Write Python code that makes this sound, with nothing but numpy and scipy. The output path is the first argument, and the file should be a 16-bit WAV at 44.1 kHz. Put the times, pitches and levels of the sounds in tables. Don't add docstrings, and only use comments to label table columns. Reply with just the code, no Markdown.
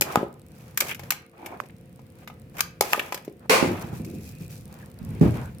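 import sys
import numpy as np
from scipy import signal
from scipy.fft import rfft, irfft
from scipy.io import wavfile
from scipy.ndimage import uniform_filter1d

SR = 44100
rng = np.random.default_rng(int(sys.argv[2]) if len(sys.argv) > 2 else 0)


def natural_amplitude(level_db):
    exponent = np.asarray(level_db, float) / 20
    return 10 ** exponent


def generate_wav(signal):
    frames = np.transpose(np.atleast_2d(signal))
    scaled = np.clip(frames, -1, 1) * 32767
    pcm = np.round(scaled).astype(np.int16)
    wavfile.write(sys.argv[1], SR, pcm)


N = 246959


def evened(x):
    return x / np.sqrt(np.mean(x ** 2) + 1e-20)


def read(points, hz):
    f, value = np.transpose(points)
    return np.interp(np.log(hz + 1), np.log(f + 1), value)


def add(mix, start_s, sound, pan_db):
    part = mix[:, round(start_s * SR):][:, :sound.shape[1]]
    part += sound[:, :part.shape[1]] * natural_amplitude([[pan_db / 2], [-pan_db / 2]])


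# f/Hz, correlation
PORT_LIKENESS = [(60, 0.92), (150, 0.98), (290, 0.93), (640, 0.31), (1400, 0.052), (15000, 0.036)]


def ports(size):
    left, other = rfft(rng.standard_normal((2, size)))
    same = np.clip(read(PORT_LIKENESS, np.fft.rfftfreq(size, 1 / SR)), -1, 1)
    right = same * left + np.sqrt(1 - same ** 2) * other
    return irfft([left, right], size)


def shaped(x, gain):
    hz = np.fft.rfftfreq(x.shape[1], 1 / SR)
    return irfft(rfft(x) * gain(hz), x.shape[1])


def above(x, hz):
    return signal.lfilter(*signal.butter(2, hz, "high", fs=SR), x)


def unevenness(size, window):
    return evened(uniform_filter1d(rng.standard_normal(size), size=window))


def rung(push, modes, lean_db):
    hz, db, t60 = np.transpose(modes)[:, :, None]
    t = np.arange(round(t60.max() * SR)) / SR
    decay = natural_amplitude(db + lean_db - 60 * t / t60)
    ring = (decay * np.sin(2 * np.pi * hz * t)).sum(0)
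    return signal.fftconvolve(push, ring[None], axes=1)[:, :len(t)]


# t/s, knock f/Hz, peak level/dB of knock, deck, wheel click
CLACKS = [(.0095, 726, -18.5, -16, -2), (.018, 410, -20.5, -9.5, -8.5), (0.121, 900, -66, -66, -28.5),
          (.156, 1000, 0, -11, -12), (0.171, 260, -13.5, -23.5, -35), (0.211, 400, -20, -48.5, -52.5),
          (0.228, 447, -12.5, -44, -56), (0.773, 1450, -47, -13, -9), (0.8031, 1260, -29, -17, -5.5),
          (0.806, 1260, -19, -10.5, -7), (0.818, 538, -27, -21, -22), (.866, 1270, -43, -31, -33),
          (0.882, 1260, -56, -38, -25.5), (0.891, 1450, -55, -26.5, -28), (0.945, 1000, -52, -28, -26.5),
          (.993, 830, -31.5, -31, -29), (1.033, 560, -37, -35, -35.5), (1.104, 1450, -25, -11.5, -12.5),
          (1.1046, 1450, -31, -20, -6), (1.119, 1000, -23, -19.5, -17), (1.459, 845, -50, -28, -24),
          (1.6, 560, -37, -36, -32.5), (1.635, 410, -36.5, -42, -47), (1.656, 860, -49, -46, -47),
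          (1.695, 864, -52, -43, -51), (1.991, 830, -38.5, -52.5, -48), (2.274, 1230, -30, -27, -30),
          (2.298, 950, -30, -39.5, -44), (2.567, 860, -49, -36.5, -32), (2.582, 860, -39, -27, -27),
          (2.591, 1450, -22.5, -21.5, -23.5), (2.605, 1230, -16, -9.5, -3.5), (2.808, 836, -6, -12, -2.5),
          (2.809, 410, -16.5, -30.5, -27.5), (2.82, 890, -15.5, -24.5, -17),
          (2.925, 915, -21, -32.5, -22.5), (2.931, 1084, -5, 0.5, -6.5), (2.944, 1230, -14, -35, -32.5),
          (2.976, 560, -20.5, -34.5, -42), (2.993, 560, -25, -12.5, -19), (3.122, 960, -16, -17, -18.5),
          (3.143, 690, -26.5, -24.5, -19), (3.174, 560, -38, -29, -29.5), (3.247, 560, -63, -45, -37.5),
          (3.277, 388, -21, -40.5, -44.5), (4.046, 1230, -43.5, -41, -31.5)]
# f/Hz, relative level/dB, t60/s
BOX_MODES = [(260, -9.5, 0.02), (410, 5, 0.028), (560, 5, 0.043), (754, -35, 0.048), (850, 8.5, 0.034),
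             (1000, 12.5, 0.021), (1230, 14, 0.031), (1450, 14.5, .012)]
# f/Hz, relative level/dB, t60/s
DECK_MODES = [(1766, 4.5, 0.0045), (2190, -5, 0.012), (2440, 4.5, 0.0058), (2930, -10, 0.01),
              (3500, -6.5, 0.0044)]
# f/Hz, relative level/dB
CLICK_SPECTRUM = [(1760, -26), (3000, -6), (3990, 0), (5160, 2), (7580, -1.5), (9260, -7.5), (11700, -2),
                  (14600, -1), (16500, -26.5)]
SOFT_CONTACT_S, HARD_CONTACT_S, HARD_DB = 0.0066, 0.00099, -0.5
WHEEL_TILT = 0.148
KNOCK_DELAY_S = [[0.0015], [0.00159]]


def clacks():
    out, t = np.zeros((2, N)), np.arange(1024) / SR
    box_hz = np.transpose(BOX_MODES)[0][:, None]
    late = np.maximum(t - KNOCK_DELAY_S, 0)
    for s, knock_hz, knock_db, deck_db, click_db in CLACKS:
        hardness = min(natural_amplitude(max(knock_db, deck_db, click_db) - HARD_DB), 1)
        contact_s = SOFT_CONTACT_S + (HARD_CONTACT_S - SOFT_CONTACT_S) * hardness
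        decay = np.exp(-np.maximum(t - 0.002, 0) / contact_s) + 0.12 * np.exp(-t / 0.009)
        contact = ports(1024) * np.minimum(t / 0.002, 1) ** 2 * decay
        near_db = -35 * np.log2(box_hz / knock_hz) ** 2
        push = late * np.exp(-2 * np.pi * knock_hz * late)
        push = push / push.max() + 0.45 * contact
        knock = above(rung(push, BOX_MODES, near_db), 0.45 * knock_hz)
        deck = above(rung(contact, DECK_MODES, 0), 1340)
        tilt_db = WHEEL_TILT * np.clip(click_db - knock_db, -20, 20)
        click = shaped(contact, lambda hz: natural_amplitude(read(CLICK_SPECTRUM, hz) + tilt_db * np.log2((hz + 1) / 7000)))
        for part, db in (knock, knock_db), (deck, deck_db), (click, click_db):
            add(out, s, natural_amplitude(db) * part / abs(part).max(), 1.5)
    return out


# t/s, level/dB, settled f/Hz, left-right/dB
TAPS = [(1.6014, -15.5, 1075, -17.5), (1.602, -32, 470, -7)]


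def tap():
    out, t = np.zeros((2, N)), np.arange(400) / SR
    sagging_t = t + 0.0004 * (1 - np.exp(-t / 0.0003))
    envelope = np.minimum(t / 0.0004, 1) * np.exp(-t / 0.0011)
    for s, db, hz, pan_db in TAPS:
        blip = np.sin(2 * np.pi * hz * sagging_t) * envelope
        add(out, s, natural_amplitude(db) * np.array([blip, blip]), pan_db)
    return out


# start t/s, top t/s (may lie past end), end t/s, level/dB,
# tilt/dB from dull drag to fizz
SLIDES = [(.03, .12, 0.29, -42, -7.5), (.49, 0.57, 1.04, -60, -1.5), (.815, 0.824, 0.97, -44, -1),
          (0.863, 0.921, 0.94, -47, 3.5), (.96, 1.063, 1.17, -55, -4.5), (1.33, 1.504, 1.74, -55, -10),
          (2.15, 2.3, 2.25, -57, -5), (2.54, 2.635, 2.605, -46, -5.5), (2.82, 2.84, 3.113, -40, 0.5),
          (2.94, 2.97, 3.345, -50.5, -4.5), (3.4, 3.462, 3.47, -62, -14.5), (3.64, 3.642, 4.05, -42, -7),
          (3.81, 3.846, 3.83, -56.5, 16.5), (3.92, 3.964, 4.06, -62.5, 9), (4.045, 4.085, 4.57, -61, 5.5),
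          (4.204, 4.288, 4.38, -65.5, 11.5), (4.391, 4.409, 4.49, -60.5, 8), (4.49, 4.506, 4.67, -55.5, 5),
          (4.66, 4.742, 5, -57, -4.5), (4.95, 5.086, 5.94, -59.5, -4), (5.216, 5.235, 5.32, -44, -10),
          (5.273, 5.364, 5.53, -46.5, -6.5)]
# f/Hz, width/Hz
DRAG_BANDS = [(600, 390), (950, 960)]
HISS_BANDS = [(1700, 980), (2480, 210), (2600, 1800)]
FIZZ_BANDS = [(5500, 3000), (12500, 3800)]
SLIDE_RISE_DB, SLIDE_FALL_DB = 12.5, 25
HISS_DB = -2


def slides():
    t, out = np.arange(N) / SR, np.zeros((2, N))
    groups = [(-0.92, 0.0064, DRAG_BANDS, 0.5), (0, HISS_DB, HISS_BANDS, 2.5), (1, 0, FIZZ_BANDS, 2.5)]
    for lean, extra_db, bands, grit_db in groups:
        level = np.zeros(N)
        for start, top, end, db, tilt_db in SLIDES:
            edge = np.clip(np.minimum(t - start, end - t) / 0.003, 0, 1)
            root_db = np.interp(t, [start, top, end], np.sqrt([SLIDE_RISE_DB, 0, SLIDE_FALL_DB]))
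            level += edge * natural_amplitude(db + extra_db + lean * tilt_db - root_db ** 2)
        grit = natural_amplitude(grit_db * unevenness(N, 120))
        pressure = natural_amplitude(1.6 * unevenness(N, 1500))
        rub = shaped(ports(N) * grit * pressure,
                     lambda hz: sum(np.exp(-((hz - f) / width) ** 2) for f, width in bands))
        out += level * evened(rub)
    return out


# start t/s, end t/s, f/Hz, width/Hz, level/dB
RUBS = [(0.032, 0.158, 1150, 348, -43.5), (1.356, 1.606, 358, 101, -49.5), (0.866, 0.956, 2400, 940, -35),
        (1.346, 1.593, 2330, 200, -57.5), (1.364, 1.58, 850, 250, -46.5), (1.61, 1.738, 1870, 800, -71),
        (3.852, 4.65, 2520, 220, -60.5), (4.78, 4.88, 1770, 220, -57.5), (5.332, 5.538, 1530, 132.3, -53.5)]


def rubs():
    out = np.zeros((2, N))
    for start, end, centre_hz, width_hz, db in RUBS:
        size = round((end - start) * SR) // 2 * 2
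        band = shaped(ports(size), lambda hz: np.exp(-((hz - centre_hz) / width_hz) ** 2))
        band = evened(band * natural_amplitude(4.2 * unevenness(size, 600)))
        add(out, start, natural_amplitude(db) * band * signal.windows.tukey(size, 0.6), 0)
    return out


# t/s, relative level/dB, brightness f/Hz, decay/s, left-right/dB
THUDS = [(3.495, -21.5, 1370, 0.059, -2.5), (3.625, -34.5, 427, 0.0025, -28.5), (3.668, -35, 270, 0.04, -2),
         (3.838, -42, 210, .01, -3), (3.928, -39, 246, 0.0044, -1), (3.997, -41, 240, 0.006, -0.5),
         (4.063, -47.5, 314, 0.032, 4), (4.133, -44.5, 230, 0.033, -2), (4.405, -47.5, 225, 0.012, 2),
         (5.007, -43.5, 176.7, 0.03, -9), (5.1, -49, 194, 0.011, -1.5), (5.152, -48.5, 240., 0.0034, 1),
         (5.21, -20.5, 231.5, 0.0098, -3), (5.222, -29, 260., 0.0075, -11), (5.253, -25, 190., 0.0031, -1)]
# f/Hz, relative level/dB, t60/s
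FLOOR_MODES = [(84, 15, 0.95), (116.7, 7, 0.29), (168, -0.5, 0.32), (190, -11, 0.4), (260, 4.5, 0.029),
               (345, -14, 0.21), (440, 4, 0.045), (548.7, -6, 0.06)]
CLATTER_DB, CLATTER_DB_PER_OCTAVE, DULL_HZ = -29.5, 11.5, 240


def thuds():
    boom, clatter, t = np.zeros((2, N)), np.zeros((2, N)), np.arange(8192) / SR
    floor_hz = np.transpose(FLOOR_MODES)[0][:, None]
    for s, db, bright_hz, decay_s, pan_db in THUDS:
        clatter_db = CLATTER_DB + CLATTER_DB_PER_OCTAVE * np.log2(bright_hz / DULL_HZ)
        burst = ports(8192) * np.minimum(t / 0.0014, 1) * np.exp(-t / decay_s)
        shudder = signal.lfilter(*signal.butter(3, bright_hz, fs=SR), burst)
        shudder = above(shudder, 0.31 * bright_hz + 60)
        loose = above(signal.lfilter(*signal.butter(1, 4500, fs=SR), burst), 1900)
        loose = shaped(loose, lambda hz: 1 + 2.3 * np.exp(-((hz - 2250) / 500) ** 2))
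        add(clatter, s, natural_amplitude(db) * shudder / shudder[:, :1024].std(), pan_db)
        add(clatter, s, natural_amplitude(db + clatter_db) * loose / loose[:, :1024].std(), pan_db)
        blow = t * np.exp(-2 * np.pi * bright_hz * t)
        push = blow / blow.max() + 4.2 * shudder / abs(shudder).max()
        lean_db = -5 * np.log2(floor_hz / min(1.76 * bright_hz, 420)) ** 2
        ring = above(rung(push, FLOOR_MODES, lean_db), 47)
        add(boom, s, natural_amplitude(db - 1) * ring / ring[:, :4096].std(), 0.1 * pan_db)
    return boom, clatter


# f/Hz, t60/s
ROOM_DECAY = [(100, 0.41), (500, 0.36), (2000, 0.39), (6000, 0.25), (15000, 0.16)]


def room(x):
    out, turn = 0, np.arange(N) / SR / 0.45
    for k in range(3):
        hz, t, noise = signal.stft(ports(SR), SR, nperseg=256)
        decay = natural_amplitude(-60 * t / read(ROOM_DECAY, hz)[:, None])
        tail = signal.istft(noise * decay, SR, nperseg=256)[1]
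        tail = tail * np.clip((np.arange(tail.shape[1]) / SR - 0.006) / 0.0027, 0, 1)
        tail = tail / np.linalg.norm(tail[0])
        share = np.sqrt(2 / 3) * np.cos(np.pi * (turn + k / 3))
        out = out + signal.fftconvolve((x.mean(0) * share)[None], tail, axes=1)[:, :N]
    return out


# t/s, relative level/dB
RUMBLE_LEVEL = [(0, -42), (.3, -51), (1.1, -44), (1.3, -62), (1.6, -50), (2.7, -46), (2.9, -53.5),
                (3.37, -53), (3.8, -40), (4.26, -40.5), (4.98, -45), (5.1, -31), (5.2, -31), (5.45, -36.5),
                (5.6, -43)]
# f/Hz, relative density/dB per Hz
AIR_SPECTRUM = [(20, -25.5), (60, -5), (140, -0.5), (220, -7.5), (350, -20), (520, -20), (800, -32.5),
                (1600, -34.5), (2400, -33.5), (3500, -42), (7000, -47.5), (14800, -44.5), (16500, -51.5)]
# f/Hz, rms level/dB
HUM_TONES = [(339, -65.5), (458, -64.5), (517, -64), (720, -73)]


def shop():
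    t = np.arange(N) / SR
    air = evened(shaped(ports(N), lambda hz: natural_amplitude(read(AIR_SPECTRUM, hz))))
    low = shaped(air, lambda hz: 1 / (1 + (hz / 190) ** 4))
    swell_db = np.interp(t, *np.transpose(RUMBLE_LEVEL))
    hiss_db = -47 + 0.4 * (swell_db + 51.5)
    tones = sum(natural_amplitude(db) * np.sqrt(2) * np.sin(2 * np.pi * (hz * t + rng.random())) for hz, db in HUM_TONES)
    return natural_amplitude(swell_db) * low + natural_amplitude(hiss_db) * (air - low) + tones


# f/Hz, relative level/dB
FLICKER_SPECTRUM = [(1500, -55), (4000, -3.5), (6500, -10), (9000, 2), (11500, -8.5), (14800, -1.5),
                    (16500, -20.5)]
# t/s, peak level/dB
FLICKER_LEVEL = [(0, -41.5), (3.5, -45.5), (3.8, -37), (5.6, -35)]
FLICKER_PER_S, FLICKER_JITTER_S = 30, 0.0154
FLICKER_SPREAD_DB = 4


def flickers():
    out, beats = np.zeros((2, N)), np.arange(0.02, N / SR, 1 / FLICKER_PER_S)
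    chance = rng.random((400, 2))[:len(beats)]
    times = beats + FLICKER_JITTER_S * (2 * chance[:, 0] - 1)
    strongest_db = np.interp(times, *np.transpose(FLICKER_LEVEL))
    levels_db = strongest_db + FLICKER_SPREAD_DB * np.log(chance[:, 1])
    for s, db in zip(times, levels_db):
        puff = shaped(ports(128), lambda hz: natural_amplitude(read(FLICKER_SPECTRUM, hz))) * np.hanning(128)
        add(out, max(s, 0), natural_amplitude(db) * puff / abs(puff).max(), -1.5)
    return out


def scene():
    boom, clatter = thuds()
    near = clacks()
    walls = room(natural_amplitude(-11.5) * near + natural_amplitude(5) * clatter)
    board = near + tap() + slides() + rubs()
    floor = boom + natural_amplitude(4.5) * clatter
    return board + floor + walls + shop() + flickers()


def roll_off(x):
    return signal.sosfilt(signal.butter(12, 16820, fs=SR, output="sos"), x)


def record(dry):
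    bass_hz, edge_hz = 60, 21000
    edged = shaped(dry, lambda hz: 1 / np.sqrt((1 + (hz / edge_hz) ** 40) * (1 + (bass_hz / (hz + 1)) ** 4)))
    mix = np.clip(edged, -1, 1)
    return roll_off(mix)


dry = scene()
out = record(dry)
generate_wav(out)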